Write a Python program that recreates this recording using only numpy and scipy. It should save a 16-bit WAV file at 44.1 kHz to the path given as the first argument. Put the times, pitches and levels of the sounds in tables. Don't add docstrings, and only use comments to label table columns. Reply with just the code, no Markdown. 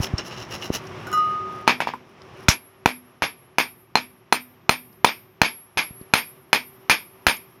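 import sys
import numpy as np
from scipy import signal
from scipy.fft import rfft, irfft
from scipy.io import wavfile
from scipy.ndimage import uniform_filter1d

SR = 44100
rng = np.random.default_rng(int(sys.argv[2]) if len(sys.argv) > 2 else 0)


def file_out(sig):
    cols = np.atleast_2d(sig).T
    lim = np.clip(cols, -1, 1)
    pcm = np.round(lim * 32767).astype(np.int16)
    wavfile.write(sys.argv[1], SR, pcm)


def ratio_of_db(decibels):
    return 10 ** (np.asarray(decibels, float) / 20)


N = 335160
T = np.arange(N) / SR


def unit(x):
    return x / np.sqrt(np.mean(x ** 2) + 1e-20)


def at_hz(points, hz):
    table_hz, value = np.transpose(points)
    return np.interp(np.log(hz), np.log(table_hz), value)


def filtered(x, order, hz, kind):
    return signal.sosfilt(signal.butter(order, hz, kind, fs=SR, output="sos"), x)


def clicks(times, sizes):
    out = np.full(N, 1e-18)
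    at = np.round(np.asarray(times) * SR).astype(int)
    np.add.at(out, np.clip(at, 0, N - 1), sizes)
    return out


def ring(x, hz, t60):
    r = ratio_of_db(-60 / (t60 * SR))
    w = 2 * np.pi * hz / SR
    return signal.lfilter([0, np.sin(w)], [1, -2 * r * np.cos(w), r * r], x)


def dying(x, t60):
    return signal.lfilter([1], [1, -ratio_of_db(-60 / (t60 * SR))], x)


def coloured(x, spectrum):
    hz = np.maximum(np.fft.rfftfreq(N, 1 / SR), 1)
    return unit(irfft(rfft(x) * ratio_of_db(at_hz(spectrum, hz)), N))


def wander(rate):
    steps = rng.standard_normal(400)
    return np.interp(T * rate, np.arange(len(steps)), steps)


def grit(per_s, spread_db):
    sizes = ratio_of_db(spread_db * np.minimum(rng.exponential(1, N), 5)) * rng.choice([-1, 1], N)
    return unit(sizes * (rng.random(N) < per_s / SR))


def swell(s, hold, rise, fall):
    before = np.maximum(s - hold / 2 - T, 0)
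    after = np.maximum(T - s - hold / 2, 0)
    return ratio_of_db(-rise * before - fall * after)


# t/s, peak level/dB, spread into the room/dB, anvil ring/dB, nearness to the anvil's edge/dB
BLOWS = [(1.6769, -10.5, 10, 0, -3.5), (1.804, -21.5, 11, 8.5, -19), (1.8721, -27.5, 13, -4.5, 4),
         (1.9372, -34.5, -7, -5, -2.5), (2.4841, -5.5, 9, 4.5, 4.5), (2.8589, 0.5, 1.5, 0.5, 3),
         (3.2216, -11, 15.5, 8, 7), (3.584, 0, 7, 9.5, -5.5), (3.9549, 0.5, 2.5, 1, -1),
         (4.3251, 5, -1.5, 3, -11), (4.6933, 4.5, 1.5, 10.5, -9), (5.0455, 5.5, 5.5, 7, -12.5),
         (5.4165, 4, 7, 1, 9.5), (5.7733, -12.5, 18.5, 15.5, 8.5), (6.1372, -1, 10, 13.5, -4),
         (6.5301, 2.5, 4, 10, -9), (6.8968, -3, 13, 14, -4), (7.2672, -2, 11, 13.5, -6.5)]


def hammer():
    s, peak_db, walls_db, ring_db, edge_db = np.transpose(BLOWS)
    bright_db = 0.83 * (s - 4.4) + 0.1768 * (peak_db + walls_db + 5.5) + 0.055 * edge_db
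    echo_db = -14.5 + 0.65 * walls_db
    crunch = rng.standard_normal(N)
    near = thud(s, peak_db, bright_db, echo_db, crunch)
    hit = crack(s, peak_db, bright_db, echo_db, crunch)
    flutter = ratio_of_db(2.5 * wander(28))
    rung = flutter * anvil(s, peak_db, ring_db, edge_db)
    room = walls(s + 0.0015, peak_db + walls_db - 9.5, 0.26 * bright_db)
    return near + hit + rung + room + stump(s, peak_db + walls_db, crunch)


# f/Hz, level/dB, t60/s
THUD = [(249, -15.5, 0.45), (634, -23, 0.035), (954, 4, 0.012), (1278, -6, 0.027), (1530, 7, 0.0044),
        (2043, -7.5, 0.018), (2439, -0.5, 0.011), (3000, -12.5, 0.017), (3423, -13, 0.02),
        (4165, -16.5, 0.048), (4940, -14, 0.007), (6310, -23.5, 0.014)]
# delay t/s, level/dB
ECHOES = [(0.0175, 3), (0.03, -7), (.046, -14)]


def thud(s, peak_db, bright_db, echo_db, crunch):
    out = np.zeros(N)
    for k, (hz, level_db, t60) in enumerate(THUD):
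        tilt_db = bright_db * np.log2(hz / 1500) - 15 * (hz < 400)
        chance_db = 3.3 * rng.standard_normal(len(s))
        size = ratio_of_db(peak_db + level_db + tilt_db + chance_db - 1.0)
        sign = (-1) ** k
        contact = 0.024 * crunch * dying(clicks(s, size), 0.042)
        out += ring(clicks(s, size * sign) + contact, hz, t60)
        for lag, lag_db in ECHOES:
            out += ring(clicks(s + lag, size * ratio_of_db(lag_db + echo_db) * sign), hz, t60 * 0.45)
    return filtered(out, 2, 170, "high")


def crack(s, peak_db, bright_db, echo_db, crunch):
    direct = dying(clicks(s, ratio_of_db(peak_db + 1.6 * bright_db - 5.5)), 0.031)
    floor_size = ratio_of_db(peak_db + echo_db + 2.5 * bright_db + 0.5)
    floor = dying(clicks(s + ECHOES[0][0], floor_size), 0.008)
    return ratio_of_db(-25.0) * signal.lfilter([1, -1], [1], crunch) * (direct + floor)


# f/Hz, level/dB, t60/s
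ANVIL = [(9282, -40, 0.24), (10335, -36, 0.11), (11258, -39, 0.6), (13198, -47, .62), (5840, -34, 0.1),
         (7505, -41, 0.12), (7608, -42, 0.12), (8390, -42, .12), (9950, -31, 0.08), (12725, -48, .2),
         (14085, -45, .17), (14312, -39, .14), (14845, -33, .07), (15450, -40, .07)]
# f apart/Hz, level/dB
TWINS = [(-11, -3), (25, -4), (7, -7), (-10, -8)]
EDGE_SHARE = [0.0, 0.22, 1.0, 0]


def anvil(s, peak_db, ring_db, edge_db):
    out = np.zeros(N)
    chance = rng.standard_normal((len(s), len(ANVIL)))
    late = rng.random((len(s), 4)) / 2000
    for k, (hz, level_db, t60) in enumerate(ANVIL):
        if k < 4:
            own_db = ring_db + EDGE_SHARE[k] * edge_db
        else:
            own_db = 3 * chance[:, k]
        size = ratio_of_db(peak_db + level_db + own_db)
        out += ring(clicks(s + 0.0022, size), hz, t60)
        if k < 4:
            apart, twin_db = TWINS[k]
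            twin_size = size * ratio_of_db(twin_db + 4 * chance[:, -1 - k])
            out += ring(clicks(s + 0.0025 + late[:, k], twin_size), hz + apart, t60 * 0.72)
    return out


def stump(s, level_db, crunch):
    shaken = clicks(s + 0.00097, ratio_of_db(level_db - 13))
    shape = dying(shaken, 0.18) - dying(shaken, 0.09)
    return ratio_of_db(-22.5) * ring(crunch * shape, 2377, 0.011)


# f/Hz, level/dB per Hz
WALLS = [(100, -22.5), (215, -3), (595, -6.5), (910, 3), (1310, 0), (2320, 6), (3400, -4), (6290, -9),
         (7940, -40), (10500, -30), (14000, -28), (16000, -50)]
# f/Hz, t60/s
WALL_T60 = [(100, 0.26), (500, 0.18), (1500, 0.15), (2450, 0.16), (4000, 0.16), (6500, 0.15), (9000, 0.07),
            (14000, 0.06)]


def walls(s, level_db, bright_db):
    white = coloured(rng.standard_normal(N), WALLS)
    out = np.zeros(N)
    edges = 90 * 2 ** np.arange(0, 7.6, 0.5)
    for low, high in zip(edges, edges[1:]):
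        hz = np.sqrt(low * high)
        t60 = at_hz(WALL_T60, hz)
        blows = clicks(s, ratio_of_db(level_db + bright_db * np.log2(hz / 1500)))
        faint_tail = ratio_of_db(-38.5) * dying(blows, t60 * 3.7)
        shape = dying(blows, t60) - dying(blows, 0.034) + faint_tail
        out += shape * filtered(white, 2, [low, high], "band")
    return out


# t/s of firmest pressure, level/dB, bright share/dB, hold t/s
STROKES = [(0.037, -34, -1.5, .01), (0.191, -32.5, -23, 0.0042), (0.272, -47, -1.5, 0.012),
           (0.323, -37.5, -18, 0.007), (0.405, -40, -12, 0.044), (0.517, -43, -6, .008),
           (0.548, -36.5, -9, 0.0055), (0.641, -44, -6, 0.035), (0.751, -38, -3, 0.021),
           (0.33, -63.5, -10, 0.18), (0.6, -78, -15, 0.17)]
# f/Hz, level/dB per Hz
SCRAPE = [(710, -4.5), (1200, -4), (2320, -11.5), (2890, 0), (3320, -13), (4700, -16.5), (5470, -10),
          (7490, -36.5), (8910, -52.5), (10100, -36), (16000, -46)]
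# f/Hz, level/dB
ROD_HELD = [(2000, 2), (2890, -6), (4000, 0), (5350, 3), (5900, -7), (6500, -8)]


def rod_scrape():
    press, bright_press = 0, 0
    for s, level_db, bright_db, hold in STROKES:
        stroke = ratio_of_db(level_db) * swell(s, hold, 793, 538)
        press = press + stroke
        bright_press = bright_press + ratio_of_db(bright_db) * stroke
    rub = grit(3800, 3.4) * ratio_of_db(3 * wander(43.65))
    rasp = coloured(rub, SCRAPE)
    bright = unit(filtered(rasp, 4, 8000, "high"))
    dull = filtered(rasp, 4, 7200, "low")
    sung = sum(ratio_of_db(level_db) * ring(rub * press, hz, 0.09) for hz, level_db in ROD_HELD)
    return dull * press + ratio_of_db(-41) * sung + bright * bright_press


# f/Hz, level/dB, t60/s
ROD = [(1239.4, 0, 1.2), (1244.4, -8, .35), (1480, -12, 0.1), (1980, -30, 0.4), (2910, -25, 0.75),
       (4020, -33, 0.5), (5362, -22, .27), (5905, -32.5, .3), (6820, -24, 0.091), (8100, -36.5, 0.19),
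       (8400, -42, .15), (10100, -32.5, 0.21), (12300, -29, 0.13), (14450, -36.5, .2)]
# t/s, deep ring level/dB, high ring level/dB, click level/dB
DROPS = [
    (1.07, -39.5, -37, -26),
    (1.116, -31.5, -47.5, -23),
    (1.128, -35, -25.5, -38),
    (1.137, -24, -48.5, -30),
    (1.175, -26.5, -44.5, -28),
]


def rod_drop(gain):
    s, deep_db, high_db, click_db = np.transpose(DROPS)
    out = rng.standard_normal(N) * dying(clicks(s, ratio_of_db(click_db - 18.0)), 0.02)
    for hz, level_db, t60 in ROD:
        if hz < 1300:
            touch_db = deep_db
        else:
            touch_db = high_db + 10.5 + 3 * rng.standard_normal(len(s))
        in_step = np.round(s * hz) / hz
        out += gain * ring(clicks(in_step, ratio_of_db(level_db + touch_db)), hz, t60)
    return out


# t/s, peak level/dB, f/Hz, t60/s
TAPS = [(0.0447, -24, 3040, 0.019), (0.071, -23, 2770, 0.014), (0.181, -25.5, 5480, 0.049),
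        (0.6236, -27.5, 2860, 0.048), (0.752, -29.5, 5830, 0.035), (0.8698, -40.5, 5640, 0.029),
        (1.6715, -24, 2670, 0.0047), (1.068, -42, 1463, 0.16), (1.935, -31.5, 1000, 0.069),
        (2.0923, -56, 2810, 0.026), (2.2188, -43, 5070, 0.014), (2.3743, -43, 2460, 0.0086),
        (4.928, -51, 5040, 0.02), (5.067, -16, 3630, 0.052), (6.014, -49, 4530, 0.019),
        (6.44, -60, 13700, 0.0033), (7.368, -38, 6600, 0.013)]
# level/dB, f/Hz, t60/s
SCALE_BURST = (-15, 5670, 0.096)


def taps():
    out, white = np.zeros(N), rng.standard_normal(N)
    for s, peak_db, hz, t60 in TAPS:
        burst = white * dying(clicks([s], ratio_of_db(peak_db)), t60)
        out += 0.18 * ring(burst, hz, 0.37 * t60) + 0.13 * ring(burst, hz, 4.5 / hz) + 0.079 * burst
    burst_db, hz, t60 = SCALE_BURST
    shatter = dying(clicks([BLOWS[4][0] + 0.0038], ratio_of_db(burst_db)), t60)
    return out + ring(white * shatter, hz, 12.0 / hz)


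# t/s, level/dB, hold t/s
RUSTLES = [(0.86, -62, .03), (1.02, -68, .03), (1.28, -64, .07), (1.57, -67, .09), (2.1, -71, .03),
           (2.26, -72, .03), (2.42, -63, .05), (6.78, -81, .16), (7.15, -80, .16), (7.46, -79, .2)]
# f/Hz, level/dB per Hz
RUSTLE_COLOUR = [(2500, -44), (5500, 1), (7800, -29), (10500, -4), (14000, -17), (16500, -25)]


def rustles():
    level = sum(ratio_of_db(db) * swell(s, hold, 250, 400) for s, db, hold in RUSTLES)
    return level * coloured(grit(3000, 4.8), RUSTLE_COLOUR)


# t/s, peak level/dB, f/Hz
PUFFS = [(0.002, -19, 109), (0.137, -17.5, 96), (0.703, -15.5, 312), (2.487, -9, 117), (2.859, -17, 253),
         (4.694, -22, 270), (5.418, -18, 250), (5.771, -32.5, 174), (5.908, -37.5, 142), (6.013, -37, 202),
         (6.898, -27, 245), (3.222, -37, 70), (7.268, -25, 60.3)]


def puffs():
    out = np.zeros(N)
    for s, peak_db, hz in PUFFS:
        push = uniform_filter1d(clicks([s], ratio_of_db(peak_db + 13.5)), size=24)
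        out -= ring(push, hz, 1.9 / hz)
    return out


# f/Hz, level/dB per Hz
HISS = [(120, -42), (200, -17), (316, -15.5), (387, -11), (440, -12.5), (968, -13), (1140, -13.5),
        (1250, -13), (1350, -17), (2960, -19.5), (4520, -27), (5520, -21), (8270, -47), (12200, -52.5),
        (16000, -60.5)]
# f/Hz, width/Hz, level over hiss/dB
BLOWER = [
    (382.3, 7, -5),
    (1150, 63, -13.5),
]
# f/Hz, level/dB per Hz
RUMBLE = [(12, -43.5), (20, -47.5), (43, -14.5), (119, 2.5), (198, -3.5), (315, -9.5), (376, 2),
          (400, -21.5), (520, -36), (880, -120)]


def fire():
    hiss = coloured(rng.standard_normal(N), HISS) * ratio_of_db(1.0 * wander(9))
    top = unit(filtered(hiss, 2, 2700, "high"))
    body = filtered(hiss, 2, 2700, "low")
    for hz, width, level_db in BLOWER:
        body += ratio_of_db(level_db) * unit(ring(rng.standard_normal(N), hz, 3.3 / width))
    air = unit(filtered(hiss, 3, [9000, 15500], "band"))
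    rumble = coloured(rng.standard_normal(N), RUMBLE) * ratio_of_db(1.5 * wander(1.6))
    return ratio_of_db(-38) * body - ratio_of_db(-64.5) * top + ratio_of_db(-39) * rumble + ratio_of_db(-64.5) * air


# t/s, level/dB
GAIN = [(0.0, -1.5), (0.15, -6.5), (1.1, -5), (1.6, -7.5), (1.8, -12.5), (2.06, -18.5), (2.42, -9),
        (2.58, -21), (3.75, -22.5), (5.3, -22.5), (5.8, -22.5), (6.0, -19), (6.4, -20.5), (7.6, -20)]


def scene():
    ducked = np.where(T > BLOWS[0][0], ratio_of_db(-13.5), 1)
    gain_db = np.interp(T, *np.transpose(GAIN))
    settled_db = -17
    forging = ratio_of_db(gain_db - settled_db) * hammer()
    rod = rod_scrape() + rod_drop(ducked)
    small_things = taps() + rustles() + puffs()
    return (forging + rod + small_things + ratio_of_db(gain_db) * fire())[None]


def roll_off(x):
    return signal.sosfilt(signal.butter(12, 17110, fs=SR, output="sos"), x)


def record(dry):
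    limit_db, attack_s, late_s = -4.5, 0.0018, 0.004
    release_db = 397.5 * T
    over_db = np.maximum(20 * np.log10(np.abs(dry) + 1e-9) - limit_db, 0)
    held_db = np.maximum.accumulate(over_db + release_db, axis=1) - release_db
    held_db = np.roll(held_db, int(late_s * SR), axis=1)
    lag = np.exp(-1 / (attack_s * SR))
    closing_db = signal.lfilter([(1 - lag) ** 2], [1, -2 * lag, lag * lag], held_db)
    passed = filtered(1.367 * dry * ratio_of_db(-closing_db), 2, 55, "high")
    top = 0.9
    heard = top * np.tanh(passed / top)
    heard = signal.sosfilt(signal.cheby2(12, 50, 16950, fs=SR, output="sos"), heard)
    return roll_off(heard)


dry = scene()
out = record(dry)
file_out(out)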